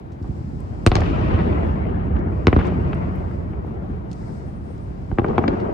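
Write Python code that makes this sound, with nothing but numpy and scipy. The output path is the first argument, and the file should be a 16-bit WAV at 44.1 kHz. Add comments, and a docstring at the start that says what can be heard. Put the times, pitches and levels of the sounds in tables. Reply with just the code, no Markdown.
"""Distant fireworks over a city waterfront

Firework shells burst far off at night. Each shock is a pressure jump with a ragged tail and a bounce off
the pavement. It slaps back from three nearby walls and from far facades, then rolls round the skyline as
filtered noise that grows duller. Stray thuds and cracks, made like the shocks, stand out of the roll.
Under it lie city rumble and faint hiss (coloured noise), small ticks (noise puffs) and a thin squeal."""
import sys
import numpy as np
from scipy import signal
from scipy.fft import rfft, irfft
from scipy.io import wavfile

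SR = 44100
rng = np.random.default_rng(int(sys.argv[2]) if len(sys.argv) > 2 else 0)


def wav_record(signal):
    """Record a signal, one row per channel, as 16-bit PCM in the file named by sys.argv[1]."""
    frames = np.transpose(np.atleast_2d(signal))
    bounded = np.clip(frames, -1, 1)
    # unit amplitude maps onto the largest positive 16-bit level
    quanta = np.round(bounded * 32767).astype(np.int16)
    wavfile.write(sys.argv[1], SR, quanta)


N = 252693
TIME = np.arange(N) / SR  # seconds
FREQS = np.maximum(np.fft.rfftfreq(N, 1 / SR), 1)  # Hz

# The shells: start_s, level_db, overpressure_ms, treble_edge_hz, extra_delay_of_far_echoes_s
BURSTS = [(0.211, -10.5, 3.2, 300, 0.0098), (0.8642, 6, 9.9, 7730, 0.017), (2.4698, 8.5, 2, 3700, 0.00075),
          (5.115, -11, 6.6, 1800, 0.0036), (5.185, 4.5, 1.17, 2060, 0.0046),
          (5.3804, 5.5, 0.84, 2300, 0.0082)]


def from_db(db):
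    """Turn decibels into a gain."""
    return 10 ** (np.asarray(db) / 20)


def rms_one(x):
    """Scale a signal to an rms of 1."""
    return x / np.sqrt(np.mean(x ** 2) + 1e-20)


def at_hz(points, hz):
    """Read a table between its points, along a log-frequency axis."""
    table = np.array(points)
    return np.interp(np.log(hz), np.log(table[:, 0]), table[:, 1])


def cut(x, hz, kind, order=2):
    """Butterworth filter: "low" keeps the lows, "high" keeps the highs."""
    edge_hz = np.clip(hz, 10, .45 * SR)
    return signal.sosfilt(signal.butter(order, edge_hz, kind, fs=SR, output="sos"), x)


def bell(x, hz, gain_db, q):
    """Resonant filter that lifts or dips the sound around one pitch; a higher q is narrower."""
    w, height = 2 * np.pi * hz / SR, from_db(gain_db / 2)
    damping = np.sin(w) / (2 * q) * np.array([1, 0, -1])
    centre = np.array([1, -2 * np.cos(w), 1])
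    return signal.lfilter(centre + damping * height, centre + damping / height, x)


def envelope(start_s, length_s, attack_s, release_s):
    """Rise, hold, then die away exponentially."""
    age = np.maximum(TIME - start_s, 0)
    rise = 1 - np.exp(-age / attack_s)
    return rise * np.exp(-np.maximum(age - length_s, 0) / release_s)


def wander(hz):
    """Random drift slower than hz, with a spread near 1 and limited to 2 either way."""
    return np.clip(rms_one(cut(rng.standard_normal(N), hz, "low")), -2, 2)


def add(out, sound, s, lag_ms=0, pan_db=0):
    """Mix in a short sound; positive lag makes the left later, positive pan makes it louder."""
    for channel, part, side in zip(out, sound * np.ones((2, 1)), (.5, -.5)):
        at = max(round((s + side * lag_ms / 1000) * SR), 0)
        channel[at:at + len(part)] += from_db(side * pan_db) * part[:max(N - at, 0)]


def spread(pair, colour):
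    """Colour two unrelated noises and mix them as middle and side, giving a stereo spectrum."""
    # Stereo width: pitch_hz, side_against_middle_db
    width_table = [(60, -13.5), (120, -6), (250, -10.5), (500, 4), (1000, 8.5), (2000, 2), (4000, -0.5),
                   (9000, 0.5)]
    # Balance: pitch_hz, left_against_right_db
    lean_table = [(60, -7), (100, 2), (180, -1), (320, 2.5), (560, 3.5), (970, 5.5), (1700, 2), (2970, 1.5),
                  (5190, 2.5), (9060, 0.5)]
    mid, side = rfft(pair)
    width = from_db(at_hz(width_table, FREQS))
    gain = rms_one(from_db(at_hz(colour, FREQS)))
    field = np.array([mid + width * side, mid - width * side]) / np.hypot(1, width)
    lean = from_db(at_hz(lean_table, FREQS) * np.array([[.5], [-.5]]))
    return field * gain * lean


def background():
    """Broad noise whose level drifts makes the city rumble; treble noise that comes and goes is the hiss."""
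    # City colour: pitch_hz, level_db per Hz
    city_colour = [(20, -17.5), (40, -4.5), (65, -1.5), (130, -2), (250, -11.5), (370, -14), (500, -19.5),
                   (800, -22), (1200, -30.5), (2100, -39), (3500, -49.5), (6000, -58), (9000, -64.5),
                   (13000, -67.5)]
    # Hiss colour: pitch_hz, level_db per Hz
    hiss_colour = [(2000, -32), (3500, -3), (5000, 4.5), (6300, -2.5), (7800, -1), (9000, -9.5),
                   (10500, -18), (15000, -22.5)]
    # Spells of hiss: start_s, length_s, level_db
    hiss_spells = [(0.177, 1.52, -66.5), (2.26, 1.1, -69.5), (4.078, 0.29, -62.5), (4.6, 3.3, -71)]
    city_db, surge_db, surge_hz = -32.5, 1.1, 4
    city = irfft(spread(rng.standard_normal((2, N)), city_colour), N)
    hiss = irfft(spread(rng.standard_normal((2, N)), hiss_colour), N)
    swells = 0
    for s, length_s, level_db in hiss_spells:
        swells = swells + from_db(level_db) * envelope(s, length_s, attack_s=0.046, release_s=0.15)
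    return from_db(city_db + surge_db * wander(surge_hz)) * city + swells * hiss


def squeal(waver_rate_hz=70, waver_width_hz=60, flicker_db=3.0, flicker_hz=8, pan_db=-14):
    """One narrow, unsteady line on the right, as from a rubbing brake, creeping up in pitch and level."""
    start_s, length_s, fade_s = 4.08, .82, 0.027
    start_hz, rise_hz_per_s = 8620, 190
    start_db, rise_db_per_s = -83, 4.5
    age = np.clip(TIME - start_s, 0, length_s)
    hz = start_hz + rise_hz_per_s * age + waver_width_hz * wander(waver_rate_hz)
    level_db = start_db + rise_db_per_s * age + flicker_db * wander(flicker_hz)
    tone = np.sqrt(2) * np.sin(2 * np.pi * np.cumsum(hz) / SR)
    tone = tone * envelope(start_s, length_s, fade_s, fade_s)
    return tone * from_db(level_db + pan_db * np.array([[.5], [-.5]]))


def ticks():
    """Small hard contacts close by: bright puffs of noise that die away fast."""
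    # Ticks: start_s, level_db, fall_by_60_db_s, left_against_right_db, lower_edge_hz, upper_edge_hz
    tick_table = [(0.118, -61.5, 0.12, -3.5, 3500, 6470), (0.227, -56, 0.026, -7, 5000, 6200),
                  (0.604, -55, 0.017, 4, 5500, 10000), (1.006, -34, 0.012, 4, 2800, 6000),
                  (1.651, -64, 0.02, 0, 6000, 10000), (2.187, -60, 0.054, -2, 3000, 5500),
                  (2.652, -55, 0.075, 7, 3200, 6760), (2.668, -52, 0.047, 12, 3200, 6650),
                  (2.948, -47, 0.0037, 4, 4000, 8800), (3.158, -55.5, 0.011, 1, 9000, 15000),
                  (3.671, -63, 0.012, 0, 7000, 14000), (4.114, -48.5, 0.033, 12, 2570, 6440),
                  (4.13, -46.5, 0.026, -9, 2600, 7000), (4.779, -56, 0.016, 0, 3200, 6800),
                  (5.599, -52.5, 0.088, 7, 3500, 4300)]
    out, age = np.zeros((2, N)), TIME[:SR // 10]
    for s, level_db, t60, pan_db, low_hz, high_hz in tick_table:
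        grit = cut(rng.standard_normal(len(age)), low_hz, "high", order=3)
        grit = rms_one(cut(grit, high_hz, "low", order=4))
        add(out, grit * from_db(level_db - 60 * age / t60), s, pan_db=pan_db)
    return out


def echo_swarm(per_s=1100, size_spread_db=4, smooth=0.93, clump_db=0.64, clump_hz=22):
    """Countless facades return clicks of random size, in clumps; the farthest merge into noise."""
    sizes = from_db(size_spread_db * np.clip(rng.standard_normal((2, N)), -2, 2))
    sizes = sizes * rng.choice([-1, 1], (2, N))
    clicks = rms_one(sizes * (rng.random((2, N)) < per_s / SR))
    swarm = clicks + smooth * rng.standard_normal((2, N))
    return rms_one(swarm * from_db(clump_db * wander(clump_hz)))


def shifting_hollows(x, depth_db=-6.0, spread_s=.012, shift_hz=2.5, low_hz=250, count=3):
    """Close groups of echoes of changing spacing make narrow peaks and hollows drift at an even level."""
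    age, out = TIME[:SR // 25], x
    shares = np.array([wander(shift_hz) for _ in range(count)])
    # the groups trade places, so their total strength stays even
    for share in shares / np.linalg.norm(shares, axis=0):
        group = rng.standard_normal((2, len(age))) * np.exp(-age / spread_s)
        group = group / np.linalg.norm(group, axis=1, keepdims=True)
        echoes = signal.fftconvolve(x, group, axes=1)[:, :N]
        out = out + from_db(depth_db) * share * cut(echoes, low_hz, "high")
    return rms_one(out)


def rolls(spreading=1.55):
    """Ever farther echoes: weaker by spreading, duller by the air, fuller where tall blocks cluster."""
    # One roll per shell: level_db, hold_s, bass_edge_hz, treble_edge_hz, boom_pitch_hz, boom_gain_db
    roll_table = [(-21.5, 0.16, 45, 230, 160, -0.5), (-14.5, 0.7, 32, 2760, 84, 1.5),
                  (-14.5, 0.14, 95, 1980, 160, 5.5), (-30.5, 0.27, 40, 200, 80, -1),
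                  (-8.5, 0.13, 360, 960, 480, 1.5), (-11.5, 0.096, 410, 1320, 340, 4)]
    # One more roll without a shock of its own: start_s, then columns as above
    extra_roll = (0.58, -30, 0.4, 33, 1399, 79.5, 1.5)
    # Colour of a fresh roll: pitch_hz, level_db per Hz
    roll_colour = [(25, -31), (55, -1.5), (85, 2.5), (130, -6.5), (190, -3.5), (260, -10.5), (370, -12),
                   (500, -16), (750, -19), (1100, -23), (1700, -30), (2700, -31.5), (3700, -38),
                   (6000, -37.5), (9000, -47), (14000, -75.5)]
    # Loss to the air: pitch_hz, loss_db per second
    air_loss = [(60, 1.5), (300, 3), (1000, 4), (2000, 5), (4000, 16), (8000, 46.5)]
    # Clusters of tall blocks: delay_s, spread_s, gain_db, extra_treble_db per octave
    districts = [(0.169, 0.058, -1.4, 1.4), (0.55, 0.14, 2, 0.65), (1.36, 0.13, 3, -2.5), (1.8, 0.13, 5, 0)]
    delay_after_shell_s, rise_s, boom_width_octaves, district_treble_hz = 0.037, 0.12, 0.43, 1000
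    surge_db, surge_hz = 1.13, 9
    field, out = spread(shifting_hollows(echo_swarm()), roll_colour), np.zeros((2, N))
    slow = TIME[::64]  # coarse time steps are enough for levels
    shells = [extra_roll]
    for burst, roll in zip(BURSTS, roll_table):
        shells.append((burst[0] + delay_after_shell_s, *roll))
    # overlapping bands, half an octave apart, each with its own level over time
    for hz in 20 * 2 ** np.arange(0, 10, .5):
        band = irfft(field * np.maximum(1 - 2 * np.abs(np.log2(FREQS / hz)), 0), N)
        power, treble_octaves = 0, max(np.log2(hz / district_treble_hz), 0)
        for s, level_db, hold_s, bass_hz, treble_hz, boom_hz, boom_db in shells:
            age = np.maximum(slow - s, 0)
            shell = 1 / (1 + (bass_hz / hz) ** 2) / (1 + (hz / treble_hz) ** 4)
            body_db = boom_db * np.exp(-(np.log2(hz / boom_hz) / boom_width_octaves) ** 2)
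            swell = (1 - np.exp(-age / rise_s)) / (1 + (age / hold_s) ** spreading)
            skyline_db = 0
            for delay_s, spread_s, gain_db, bright_db in districts:
                nearness = np.exp(-((age - delay_s) / spread_s) ** 2)
                skyline_db = skyline_db + (gain_db + bright_db * treble_octaves) * nearness
            total_db = level_db + body_db + skyline_db - at_hz(air_loss, hz) * age
            power = power + shell * swell * from_db(total_db) ** 2
        # each band surges by itself as echoes cancel and add
        surge = from_db(surge_db * wander(surge_hz))
        out += band * np.interp(TIME, slow, np.sqrt(power)) * surge
    return out


def pavement(x, level_db, delay_ms=2.54, edge_hz=4000):
    """The ground repeats the sound a moment later, which combs its colour."""
    bounce = [np.interp(TIME - delay_ms / 1000, TIME, channel) for channel in x]
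    return x + from_db(level_db) * cut(bounce, edge_hz, "low")


def clutter(x, level_db, t60, low_hz):
    """Trees, posts and benches scatter a short spray of echoes behind every shock."""
    age = TIME[:SR // 3]
    spray = rng.standard_normal((2, len(age))) * from_db(-60 * age / t60)
    spray = cut(spray / np.sqrt(np.sum(spray ** 2) / 2), low_hz, "high")
    return from_db(level_db) * signal.fftconvolve(x, spray, axes=1)[:, :N]


def shock(level_db, push_ms, edge_hz, ragged_db=-5, ragged_t60=.026, ragged_hz=600, unlike=.9, order=5):
    """A blast wave: pressure jumps, falls through zero into suction and recovers; air rounds its front."""
    age = TIME[:SR // 8]
    phase = age * 1000 / max(push_ms, .1)
    wave = cut((1 - phase) * np.exp(-phase), edge_hz, "low", order=order)
    # eddies and nearby edges split the front into a ragged string of steps, a little unlike on each side
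    scatter = rng.standard_normal(len(age)) + unlike * rng.standard_normal((2, len(age)))
    scatter = scatter * from_db(-60 * age / ragged_t60)
    scatter = cut(scatter / np.linalg.norm(scatter[0]), ragged_hz, "high")
    steps = signal.fftconvolve(wave[None], scatter, axes=1)[:, :len(age)]
    return from_db(level_db) * (wave + from_db(ragged_db) * steps)


def stray_reports():
    """Single thuds and cracks from far shells, and from walls that catch only one burst."""
    # Strays: start_s, level_db, overpressure_ms, treble_edge_hz, raggedness_db,
    # ragged_part_fall_by_60_db_s, left_against_right_db
    strays = [(0.243, -21, 3.4, 1240, 4.5, 0.15, -5), (0.289, -9, 2.4, 300, -1, 0.018, -9),
              (0.529, -10.5, 0.88, 300, -13, .03, -12), (0.9262, -16.5, 1.3, 1700, 4, .03, -5),
              (0.9652, -7, 1.8, 4600, 3.5, 0.03, 5), (0.976, -5.5, 3.5, 250, -8, .04, 1),
              (1.0178, -6.5, 0.54, 2500, 2, .025, -1), (1.108, -6, 1.2, 500, 1, .06, 0),
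              (1.339, -24.5, 0.33, 3600, 7, .1, -1), (1.352, -13, 2.8, 700, -2, .06, -4),
              (1.389, -14.5, 0.28, 3200, 7, 0.25, 1), (1.462, -5, 1.6, 480, -1, 0.11, -2),
              (1.547, -13, 2.2, 330, -3, 0.043, 0), (1.985, -28, .6, 1510, 4, 0.16, 4),
              (2.005, -4, 2.5, 220, -5, 0.044, -2), (2.164, -20, 0.12, 2760, 3.5, 0.034, 11),
              (2.189, -8.5, 5.5, 543, -9, 0.03, -2), (2.5638, -11, 0.45, 3370, 5, .035, 2),
              (2.576, 1.5, 2.3, 318, -8, 0.043, -2), (2.589, -13, 0.2, 3000, 10.5, 0.24, 4.5),
              (2.598, -9, 1.1, 1300, -4.5, 0.051, 1), (2.646, -15.5, 0.6, 2600, 11.5, 0.45, 4),
              (2.721, -5.5, 1, 806, -8, 0.1, -4), (2.785, 0, 1.06, 403, -12, 0.073, 1),
              (2.85, -4.5, 1.6, 300, -6, .04, 1), (2.931, -15, 1.2, 2890, 7, 0.021, -1),
              (3.082, -9.5, 1.8, 458, -8, 0.055, -1), (3.24, -23, 0.62, 1700, 5, 0.097, 5),
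              (3.456, -7, 1.33, 280, -5.5, 0.027, 4), (3.533, -25.5, 0.69, 2400, 6, 0.077, 7),
              (3.646, -24, 0.61, 1100, 1, .02, 5), (3.707, -23, 0.73, 1100, -10, .03, 4),
              (3.74, -18, 0.97, 750, 9, 0.11, -4), (3.842, -18, 0.85, 800, 6.5, 0.13, -3),
              (3.895, -5.5, 1.7, 250, -6, 0.047, -2), (4.278, -33, 0.53, 1415, -10, .03, 0),
              (4.315, -18, 1.4, 300, -4, .04, -1), (4.704, -18, 0.36, 650, -2, .04, 23),
              (4.955, -21, 1.9, 260, -2.5, .03, 8), (5.045, -16.5, 1.5, 300, 0, .03, -2),
              (5.116, -2, 3, 191, -8.5, .03, -5.5), (5.195, -13, 0.26, 3140, -2, 0.012, 3),
              (5.284, -26.5, 0.28, 4500, -1, .03, -2), (5.3904, -21, .26, 3500, 2, .012, 1),
              (5.483, 0.5, 1.7, 560, -3, 0.035, 0)]
    out = np.zeros((2, N))
    for s, level_db, push_ms, edge_hz, ragged_db, ragged_t60, pan_db in strays:
        report = shock(level_db, push_ms, edge_hz, ragged_db, ragged_t60, ragged_hz=377)
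        add(out, report, s, pan_db=pan_db)
    return out


def facade_echoes():
    """Single far facades repeat each shock: weaker, duller and more ragged."""
    # Facades: delay_s, level_against_shock_db, share_of_overpressure_time, treble_edge_hz
    facades = [(0.102, -13, 0.59, 644), (0.119, -18.5, .7, 1395), (0.141, -20.5, .3, 2400),
               (0.29, -13.5, 0.35, 335), (0.381, -16.5, 0.5, 234), (0.4633, -25, 0.3, 3070),
               (0.601, -23.5, .5, 450), (0.9895, -19.5, 1.4, 125), (1.1726, -43.5, 0.18, 1390),
               (1.374, -33.5, .35, 850)]
    out = np.zeros((2, N))
    for s, level_db, push_ms, edge_hz, extra_s in BURSTS:
        for delay_s, echo_db, push_share, facade_hz in facades:
            echo_hz = 1 / np.hypot(1 / edge_hz, 1 / facade_hz)  # duller than either edge alone
            echo = shock(level_db + echo_db, push_ms * push_share, echo_hz, ragged_db=4.0, ragged_t60=0.033)
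            add(out, echo, s + delay_s + extra_s)
    return out


def bursts():
    """Each direct shock and its slaps off the side, near and back walls."""
    # Each shell bursts at another spot in the sky, so its ways to the walls differ: side_delay_ms,
    # near_delay_ms, near_level_db, back_delay_ms, back_level_db, back_treble_edge_hz
    wall_paths = [(10.6, 53, -12, 140, -8, 650), (8.9, 52.6, -7, 90.4, -6, 6300),
                  (11, 58.5, -5.5, 93.2, -2, 1100), (9, 61, -7, 102, 2.5, 1400),
                  (8.7, 59.6, -7, 101, -7, 1000), (8.3, 59.2, -9, 99.7, -7.5, 3900)]
    # Each shell's own hollow, from the middle to the treble: pitch_hz, gain_db
    shell_dips = [(6200, -3), (6100, -11), (3380, -7.5), (1200, -14), (4800, -4), (950, -1)]
    side_db, side_edge_share, side_lag_ms = -2.5, 0.54, -0.36
    # the near and back walls pull the shock towards their own length, the near wall also towards its edge
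    near_push_ms, near_edge_hz, near_pan_db = 1.6, 2200, 0.5
    back_push_ms, back_lag_ms = 2.2, 0.44
    sharp_front_hz = 5500  # the sharpest crack has a bright edge near 8.9 kHz on the right
    out = np.zeros((2, N))
    for burst, path, (dip_hz, dip_db) in zip(BURSTS, wall_paths, shell_dips):
        s, level_db, push_ms, edge_hz, _ = burst
        side_ms, near_ms, near_db, back_ms, back_db, back_hz = path
        direct = shock(level_db, push_ms, edge_hz, ragged_db=-0.5, ragged_t60=0.021, order=4)
        direct = bell(direct, dip_hz, dip_db, q=2.4)
        if edge_hz > sharp_front_hz:
            direct[1] = bell(direct[1], hz=8850, gain_db=15, q=7)
        add(out, direct, s)
        side_slap = shock(level_db + side_db, push_ms, edge_hz * side_edge_share, order=4)
        add(out, side_slap, s + side_ms / 1000, side_lag_ms)
        near_slap = shock(level_db + near_db, np.sqrt(push_ms * near_push_ms),
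                          np.sqrt(edge_hz * near_edge_hz), ragged_db=-1.0, ragged_t60=0.032, order=7)
        add(out, near_slap, s + near_ms / 1000, pan_db=near_pan_db)
        back_slap = shock(level_db + back_db, np.sqrt(push_ms * back_push_ms), back_hz,
                          ragged_db=-0.5, ragged_t60=0.016, order=4)
        add(out, back_slap, s + back_ms / 1000, back_lag_ms)
    return out


def scene():
    """Add up the shocks, their echoes and the night around them."""
    # Hollow upper middle, with a thump below and a bite above: pitch_hz, gain_db, q (sharpness, no unit)
    shock_colour = [(330, 4, 7.3), (624, -6.5, 2), (1180, 3, 7.2), (2450, -4, 0.39), (4330, 3, 2.4),
                    (6140, 4, 2.5)]
    shocks = pavement(bursts() + facade_echoes() + stray_reports(), level_db=-14.5)
    for hz, gain_db, q in shock_colour:
        shocks = bell(shocks, hz, gain_db, q)
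    # the cracks are fuller on the left, where a building stands
    shocks = np.array([bell(shocks[0], hz=710, gain_db=5.5, q=1.7), shocks[1]])
    scattered = clutter(shocks, level_db=-12.0, t60=0.13, low_hz=90)
    rumble = pavement(rolls(), level_db=-23.5, delay_ms=3.17, edge_hz=16000)
    return shocks + scattered + rumble + background() + ticks() + squeal()


def record(dry, low_hz=43):
    """The microphone delays lows behind highs, so shocks swoop down; peaks are rounded, the top is cut."""
    turn_q, overload, cutoff_hz = 0.38, .89, 15800  # overload: the level that peaks cannot pass
    x = cut(dry, low_hz, "high", order=3)
    # all-pass filters turn the phase once round each of these pitches (Hz) and leave the levels alone
    for hz in [75, 160, 380, 1000]:
        w = 2 * np.pi * hz / SR
        damping = np.sin(w) / (2 * turn_q)
        poles = [1 + damping, -2 * np.cos(w), 1 - damping]
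        x = signal.lfilter(poles[::-1], poles, x)
    x = x / (1 + (x / overload) ** 6) ** (1 / 6)
    return cut(x, cutoff_hz, "low", order=14)


dry = scene()
out = record(dry)
wav_record(out)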